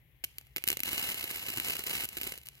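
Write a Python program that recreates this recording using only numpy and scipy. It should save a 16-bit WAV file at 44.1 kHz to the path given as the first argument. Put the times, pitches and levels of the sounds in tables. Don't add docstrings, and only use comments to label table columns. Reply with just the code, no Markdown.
import sys
import numpy as np
from scipy import signal
from scipy.fft import rfft, irfft, next_fast_len
from scipy.io import wavfile
from scipy.ndimage import map_coordinates

SR = 44100
rng = np.random.default_rng(int(sys.argv[2]) if len(sys.argv) > 2 else 0)


def to_wav(s):
    ch = np.atleast_2d(s).T
    pcm = np.round(np.clip(ch, -1, 1) * 32767)
    wavfile.write(sys.argv[1], SR, pcm.astype(np.int16))


def how_loud(loudness_db):
    steps = np.asarray(loudness_db, float) / 20
    return 10 ** steps


N = 114660

# frequency in Hz, level in dB.
RUMBLE_HZ_DB = [(15, -38), (25, -39), (42, -3.5), (64, 5), (87, -9.5), (124, 1), (151, -7), (180, -18),
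                (1200, -33), (1560, -68), (2640, -120)]
# frequency in Hz, level in dB.
HISS_HZ_DB = [(800, -25), (1400, -13), (2000, 0), (2500, -6), (3300, -7), (4700, -21), (9500, -26),
              (11800, -6), (16000, -9)]
# frequency in Hz, difference in dB.
HISS_LEFT_HZ_DB = [(700, .5), (1300, 4), (2100, 14), (2900, 12), (4400, 6), (8100, 7), (11000, 9),
                   (14000, 1)]
RUMBLE_DB, SELF_DB, PORTS_ALIKE = -62.5, -71, 0.89

# start in seconds, peak in dB, puff over click in dB.
OPENING = [
    (0.2379, -29, -23),
    (0.2416, -48, -51),
    (0.2412, -17.5, -40),
    (0.2437, -23.5, -37),
    (0.2451, -35, -50),
    (0.2464, -23, -39),
]
# start in seconds, peak in dB, puff over click in dB.
POPS = [(0.383, -22.5, -42.5), (0.411, -44.5, -20), (0.4677, -50, -21), (0.5617, -18, -28.5),
        (0.5677, -22.5, -18), (0.5807, -26, -15), (0.6224, -42, -12), (0.6383, -19, -30.5),
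        (0.668, -35, -34), (0.67, -27, -31), (0.6695, -30, -43), (0.6746, -22, -24), (0.6757, -13, -39.5),
        (0.6857, -9, -45), (0.6957, -31.5, -18), (0.7013, -12.5, -30.5), (0.7155, -22, -21.5),
        (0.7272, -21, -16), (0.7375, -34, -21), (0.7698, -23, -24), (0.7918, -31, -17),
        (0.8024, -18.5, -32.5), (0.833, -15.5, -31)]
# start in seconds, peak in dB, puff over click in dB.
SPITS = [(0.8571, -32, -28), (0.8772, -24, -27), (0.8904, -25, -30), (0.9141, -26, -29), (0.9298, -16, -26),
         (0.9546, -31, -33), (0.977, -21, -26), (0.9857, -22.5, -30), (1.0266, -21, -32), (1.056, -25, -45),
         (1.09, -16, -33), (1.0999, -15.5, -33), (1.1168, -15, -31), (1.1428, -18, -33), (1.1667, -36, -36),
         (1.2398, -20.5, -22), (1.2438, -26.5, -31.5), (1.276, -30, -16), (1.297, -29, -28),
         (1.31, -22, -26), (1.3276, -31, -26), (1.359, -20, -29.5), (1.369, -22, -36), (1.3972, -42, -28),
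         (1.4364, -25, -27), (1.4627, -23, -26), (1.484, -22, -27), (1.5007, -18, -28.5),
         (1.5355, -24, -29), (1.5607, -31, -28), (1.5723, -17.5, -25.5), (1.5811, -15, -24),
         (1.5985, -20, -15), (1.633, -31, -26), (1.6467, -28, -18), (1.6667, -24.5, -22),
         (1.6834, -18.5, -27), (1.6968, -18.5, -19), (1.704, -24, -27), (1.7193, -20.5, -31),
         (1.7274, -32, -28), (1.7514, -27, -22), (1.7912, -22, -24.5), (1.8373, -25, -8), (1.865, -18, -29),
         (1.8698, -18, -29), (1.8952, -22.5, -25), (1.9043, -24, -26), (1.918, -38, -29),
         (1.9348, -21.5, -24), (1.9515, -20.5, -28), (1.9821, -14.5, -35), (2.0076, -20, -29),
         (2.0356, -20, -26.5), (2.0427, -20, -32), (2.0521, -5, -33)]
# start in seconds, peak in dB, puff over click in dB.
LAST = [(2.088, -15.5, -40), (2.123, -37, -28), (2.128, -36, -24), (2.1574, -35, -40), (2.1686, -21, -24),
        (2.1743, -25, -22), (2.1831, -24.5, -31), (2.201, -34, -26), (2.2123, -21.5, -20),
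        (2.2176, -22.5, -37), (2.2319, -16, -32), (2.2393, -22.5, -27), (2.249, -27, -49),
        (2.2627, -35, -25), (2.2671, -23, -22), (2.2723, -23, -24), (2.284, -35, -10), (2.2939, -28, -34),
        (2.3203, -26.5, -15), (2.3377, -34, -10), (2.376, -31.5, -26), (2.3841, -35, -40),
        (2.4138, -43, -32), (2.4329, -41.5, -29), (2.456, -39, -42), (2.46, -34, -44), (2.4688, -31.5, -47),
        (2.4857, -27.5, -43), (2.552, -43, -40)]
# frequency in Hz, gain in dB.
CLICK_HZ_DB = [(200, 8), (1000, 2.5), (3000, 9.5), (6000, 0.5), (12000, 7.5), (15500, -8.5)]
LEAD_S, CLICK_DB = 0.0011, 5
SPRAY_S, SPRAY_DB, SPRAY_SPREAD_DB, SPRAY_PER_WET_DB = .0025, -6, 5, .5
BODY_HZ, WET_OFFSET_DB, LEAN_PER_WET_DB = 2630, 27, 0.19
REBOUND_S, REBOUND_DB = 0.0013315, -18.5
SNAP_HZ, SNAP_DB = 9700, 5.5
FOAM_START_S, FOAM_END_S, FOAM_DB, FOAM_TOP_DB = .85, 2.36, -5, -19
PUFF_DB, PUFF_TOP_DB, PUFF_S, PUFF_HZ = 7.5, -24, 0.0031, 358
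PUFF_SPREAD, PUFF_SAG_PER_DB = .2, .04

# time in seconds, level in dB.
BOIL_S_DB = [(.2, -88), (.26, -71.5), (.55, -79.5), (.66, -59.5), (.72, -46.5), (0.761, -66), (0.829, -63),
             (0.858, -39.5), (1.125, -41), (1.14, -45.5), (1.55, -45), (1.719, -40), (1.852, -49.5),
             (1.901, -40), (2.053, -41.5), (2.064, -58.5), (2.298, -46.5), (2.42, -66.5)]
# frequency in Hz, level in dB.
FLUTTER_HZ_DB = [(30, -35), (60, -7), (130, -0.5), (300, -4.5), (500, -5.5), (900, -5.5), (2000, -10)]
GRAINS_PER_S, GRAIN_SPREAD_DB, GRAIN_TOP_DB = 4500, 3.7, 17
CLUMP_DB, SWELL_DB, FIZZ_HISS_DB = 2.6, 1, -4
FLUTTER_DB, FLUTTER_LUMP_DB = -2.5, 1
FLUTTER_APART_HZ = 910

# frequency in Hz, gain in dB.
LEFT_HZ_DB = [(150, -9), (700, -4), (1400, -1.5), (4500, 3.5), (7000, -3), (10000, -4), (13000, -4),
              (15600, 7)]
# frequency in Hz, gain in dB.
RIGHT_HZ_DB = [(150, -8), (1300, -9), (2000, -1), (4000, -1.5), (5300, -11), (6300, -1.5), (8500, -11),
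               (12500, 5)]
# frequency in Hz, width in Hz, gain as a ratio (negative = dip).
CUP_LEFT = [(1870, 550, -.8), (2740, 350, 1.1), (3800, 1050, -.75), (7440, 420, .6), (12000, 1300, .2)]
# frequency in Hz, width in Hz, gain as a ratio (negative = dip).
CUP_RIGHT = [(2480, 700, 1.7), (16600, 11800, -.45)]
# delay in ms, gain as a ratio.
ECHO_LEFT = [(.66, .15), (2.2, .1)]
# delay in ms, gain as a ratio.
ECHO_RIGHT = [(1.04, .5), (.51, .1)]
RIGHT_LAG_MS, WANDER_MS, ECHO_FROM_HZ = .14, .012, 6000
# frequency in Hz, width in Hz, share cancelled.
OPPOSED = [(2450, 180, .98), (3250, 290, .96)]
DRY_OPPOSED = .3
# frequency in Hz, T60 in seconds.
ROOM_HZ_S = [(200, .45), (1400, .3), (3700, .4), (10000, .3), (16000, .2)]
SCATTER_DB, SCATTER_T60_S, SCATTER_FROM_HZ, ROOM_DB = -7, .007, 4500, -19
LOW_HZ, TOP_HZ = 24.8, 16100


def unit(x):
    return x / np.sqrt(np.mean(x ** 2) + 1e-20)


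def along(points, hz):
    f, v = np.transpose(points)
    return np.interp(np.log(hz + 1), np.log(f + 1), v)


def wobble(rate_hz):
    knots = rng.standard_normal(int(N * rate_hz / SR) + 4)
    return map_coordinates(knots, [np.arange(N) * rate_hz / SR])


def filtered(x, response):
    m = 2 * next_fast_len(N // 2 + SR // 4)
    return irfft(rfft(x, m) * response(np.fft.rfftfreq(m, 1 / SR)), m)[..., :N]


def causal(points, hz):
    cepstrum = irfft(np.log(how_loud(along(points, hz))))
    half = len(cepstrum) // 2
    return np.exp(rfft(np.r_[cepstrum[0], 2 * cepstrum[1:half], np.zeros(half)]))


def train(time_s, size):
    return np.bincount(np.clip(np.round(time_s * SR).astype(int), 0, N - 1), size, N)


def room_tone():
    def noise(points):
        return filtered(rng.standard_normal((3, N)), lambda f: how_loud(along(points, f)))

    low = noise(RUMBLE_HZ_DB)
    low = unit(PORTS_ALIKE * low[0] + np.sqrt(1 - PORTS_ALIKE ** 2) * low[1:])
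    low = low * how_loud(0.17 * wobble(9.1))
    hiss = unit(noise(HISS_HZ_DB)[:2])
    hiss = filtered(hiss, lambda f: how_loud(np.outer([.5, -.5], along(HISS_LEFT_HZ_DB, f))))
    return how_loud(RUMBLE_DB + np.array([[1], [-1]])) * low + how_loud(SELF_DB) * hiss


def burst_list():
    start_s, peak_db, puff_db = np.transpose(OPENING + POPS + SPITS + LAST)
    foaming = (start_s > FOAM_START_S) & (start_s < FOAM_END_S)
    peak_db = np.where(foaming, np.minimum(peak_db, FOAM_TOP_DB), peak_db)
    return start_s + LEAD_S, peak_db, puff_db, foaming


def burst_clicks(droplets=14):
    start_s, peak_db, puff_db, foaming = burst_list()
    wet_db = np.clip(puff_db + WET_OFFSET_DB, -15, 3)
    snap = how_loud(peak_db + CLICK_DB + FOAM_DB * foaming)

    draw = rng.random((len(start_s), droplets, 3))
    after_s = -SPRAY_S * np.log(draw[..., 0])
    drop_s = (start_s[:, None] + after_s).ravel()
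    drop_db = (peak_db + CLICK_DB + SPRAY_DB + SPRAY_PER_WET_DB * wet_db)[:, None]
    drop_db = drop_db - SPRAY_SPREAD_DB * (after_s / SPRAY_S + 2 * draw[..., 1])
    drop = how_loud(drop_db) * np.sign(draw[..., 2] - .5)

    def spray(gain):
        return train(start_s, gain * snap) + train(drop_s, (gain[:, None] * drop).ravel())

    def body(f):
        return BODY_HZ / (BODY_HZ + 1j * f)

    def wall(f):
        rebound = 1 + how_loud(REBOUND_DB) * np.exp(-2j * np.pi * f * REBOUND_S)
        return rebound * (1 + (how_loud(SNAP_DB) - 1) * 1j * f / (1j * f + SNAP_HZ))

    leans = how_loud(np.outer([-.5, .5], LEAN_PER_WET_DB * wet_db))
    clicks = [spray(lean) + filtered(spray(lean * (how_loud(wet_db) - 1)), body) for lean in leans]
    return filtered(np.array(clicks), wall)


def vapour_puffs():
    start_s, peak_db, puff_db, _ = burst_list()
    t = np.arange(SR // 20) / SR
    log_pitch = PUFF_SPREAD * rng.standard_normal(len(start_s)) - PUFF_SAG_PER_DB * (peak_db - FOAM_TOP_DB)
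    hz = PUFF_HZ * np.exp(log_pitch)[:, None]
    level = how_loud(peak_db + np.minimum(puff_db, PUFF_TOP_DB) + PUFF_DB)[:, None]
    push = level * np.exp(-t / PUFF_S * hz / PUFF_HZ) * np.sin(2 * np.pi * hz * t)
    return train((start_s[:, None] + t).ravel(), push.ravel())


def sizzle():
    time_s, db = np.transpose(BOIL_S_DB)
    boil = how_loud(np.interp(np.arange(N) / SR, time_s, db) + SWELL_DB * wobble(24.79))
    clump_db = CLUMP_DB * wobble(190)

    draw = rng.random((3, 3, N))
    struck = draw[0] < GRAINS_PER_S / 3 / SR
    grain_db = np.minimum(-GRAIN_SPREAD_DB * np.log(draw[1]), GRAIN_TOP_DB)
    grains = struck * how_loud(grain_db) * np.sign(draw[2] - .5)
    fizz = unit(grains) + how_loud(FIZZ_HISS_DB) * rng.standard_normal((3, N))
    fizz = unit(how_loud(clump_db) * fizz) / np.sqrt(3)

    def breath(f):
        return how_loud(along(FLUTTER_HZ_DB, f)) * np.array([f ** 0, f / (f + FLUTTER_APART_HZ)])

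    mid, side = filtered(rng.standard_normal((2, N)), breath)
    lumps = how_loud(FLUTTER_LUMP_DB * wobble(40.67) + 1.1 * clump_db)
    flutter = how_loud(FLUTTER_DB) * unit(np.array([mid + side, mid - side]) * lumps)
    return boil * fizz, boil * flutter


def port(x, colour, cup, echoes, lag_ms, shift_ms):
    def delay(f, ms):
        return np.exp(-2j * np.pi * f * ms / 1000)

    def path(f):
        ring = np.prod([1 + g * 1j * f * w / (c * c - f * f + 1j * f * w) for c, w, g in cup], axis=0)
        treble = f ** 2 / (f ** 2 + ECHO_FROM_HZ ** 2)
        echo = 1 + treble * sum(g * delay(f, ms + 2 * shift_ms) for ms, g in echoes)
        return causal(colour, f) * ring * echo * delay(f, lag_ms + shift_ms)

    return filtered(x, path)


def tail(x, t60_s, length):
    hz, t, z = signal.stft(rng.standard_normal((2, length)), SR, nperseg=64)
    h = signal.istft(z * how_loud(-60 * t / t60_s(hz)[:, None]), SR, nperseg=64)[1]
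    return signal.fftconvolve(np.pad(x, ((0, 0), (40, 0))), h / np.linalg.norm(h[0]), axes=1)[:, :N]


def opposed(x):
    edges_s = np.repeat([FOAM_START_S, FOAM_END_S], 2) + [-.01, .01, -.01, .01]
    foam = np.interp(np.arange(N) / SR, edges_s, [DRY_OPPOSED, 1, 1, DRY_OPPOSED])
    return foam * filtered(x.mean(0), lambda f: sum(g * np.exp(-((f - c) / w) ** 4) for c, w, g in OPPOSED))


def scene():
    clicks, puffs = burst_clicks(), vapour_puffs()
    fizz, flutter = sizzle()
    spots = np.repeat(fizz[:, None], 2, axis=1)
    spots[1] += clicks
    spots = filtered(spots, lambda f: causal(CLICK_HZ_DB, f))
    near = np.zeros((2, N))
    for side, (left, right) in zip((-1, 0, 1), spots):
        shift_ms = side * WANDER_MS
        near[0] += port(left, LEFT_HZ_DB, CUP_LEFT, ECHO_LEFT, 0, shift_ms)
        near[1] += port(right, RIGHT_HZ_DB, CUP_RIGHT, ECHO_RIGHT, RIGHT_LAG_MS, -shift_ms)
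    treble = filtered(near, lambda f: (1j * f / (1j * f + SCATTER_FROM_HZ)) ** 2)
    near = near + how_loud(SCATTER_DB) * tail(treble, lambda hz: SCATTER_T60_S + 0 * hz, length=1024)
    near = near - opposed(near)
    near = near + (puffs + flutter) * np.array([[how_loud(.7)], [how_loud(-.7)]])
    room = how_loud(ROOM_DB) * tail(near, lambda hz: along(ROOM_HZ_S, hz), length=SR // 2)
    return near + room + room_tone()


def low_pass(x):
    return signal.sosfilt(signal.butter(12, 17140, fs=SR, output="sos"), x)


def record(dry):
    def band(hz):
        return np.clip((TOP_HZ - hz) / 250, 0, 1) * (1j * hz / (1j * hz + LOW_HZ))

    mix = filtered(dry, band)
    return low_pass(mix)


dry = scene()
out = record(dry)
to_wav(out)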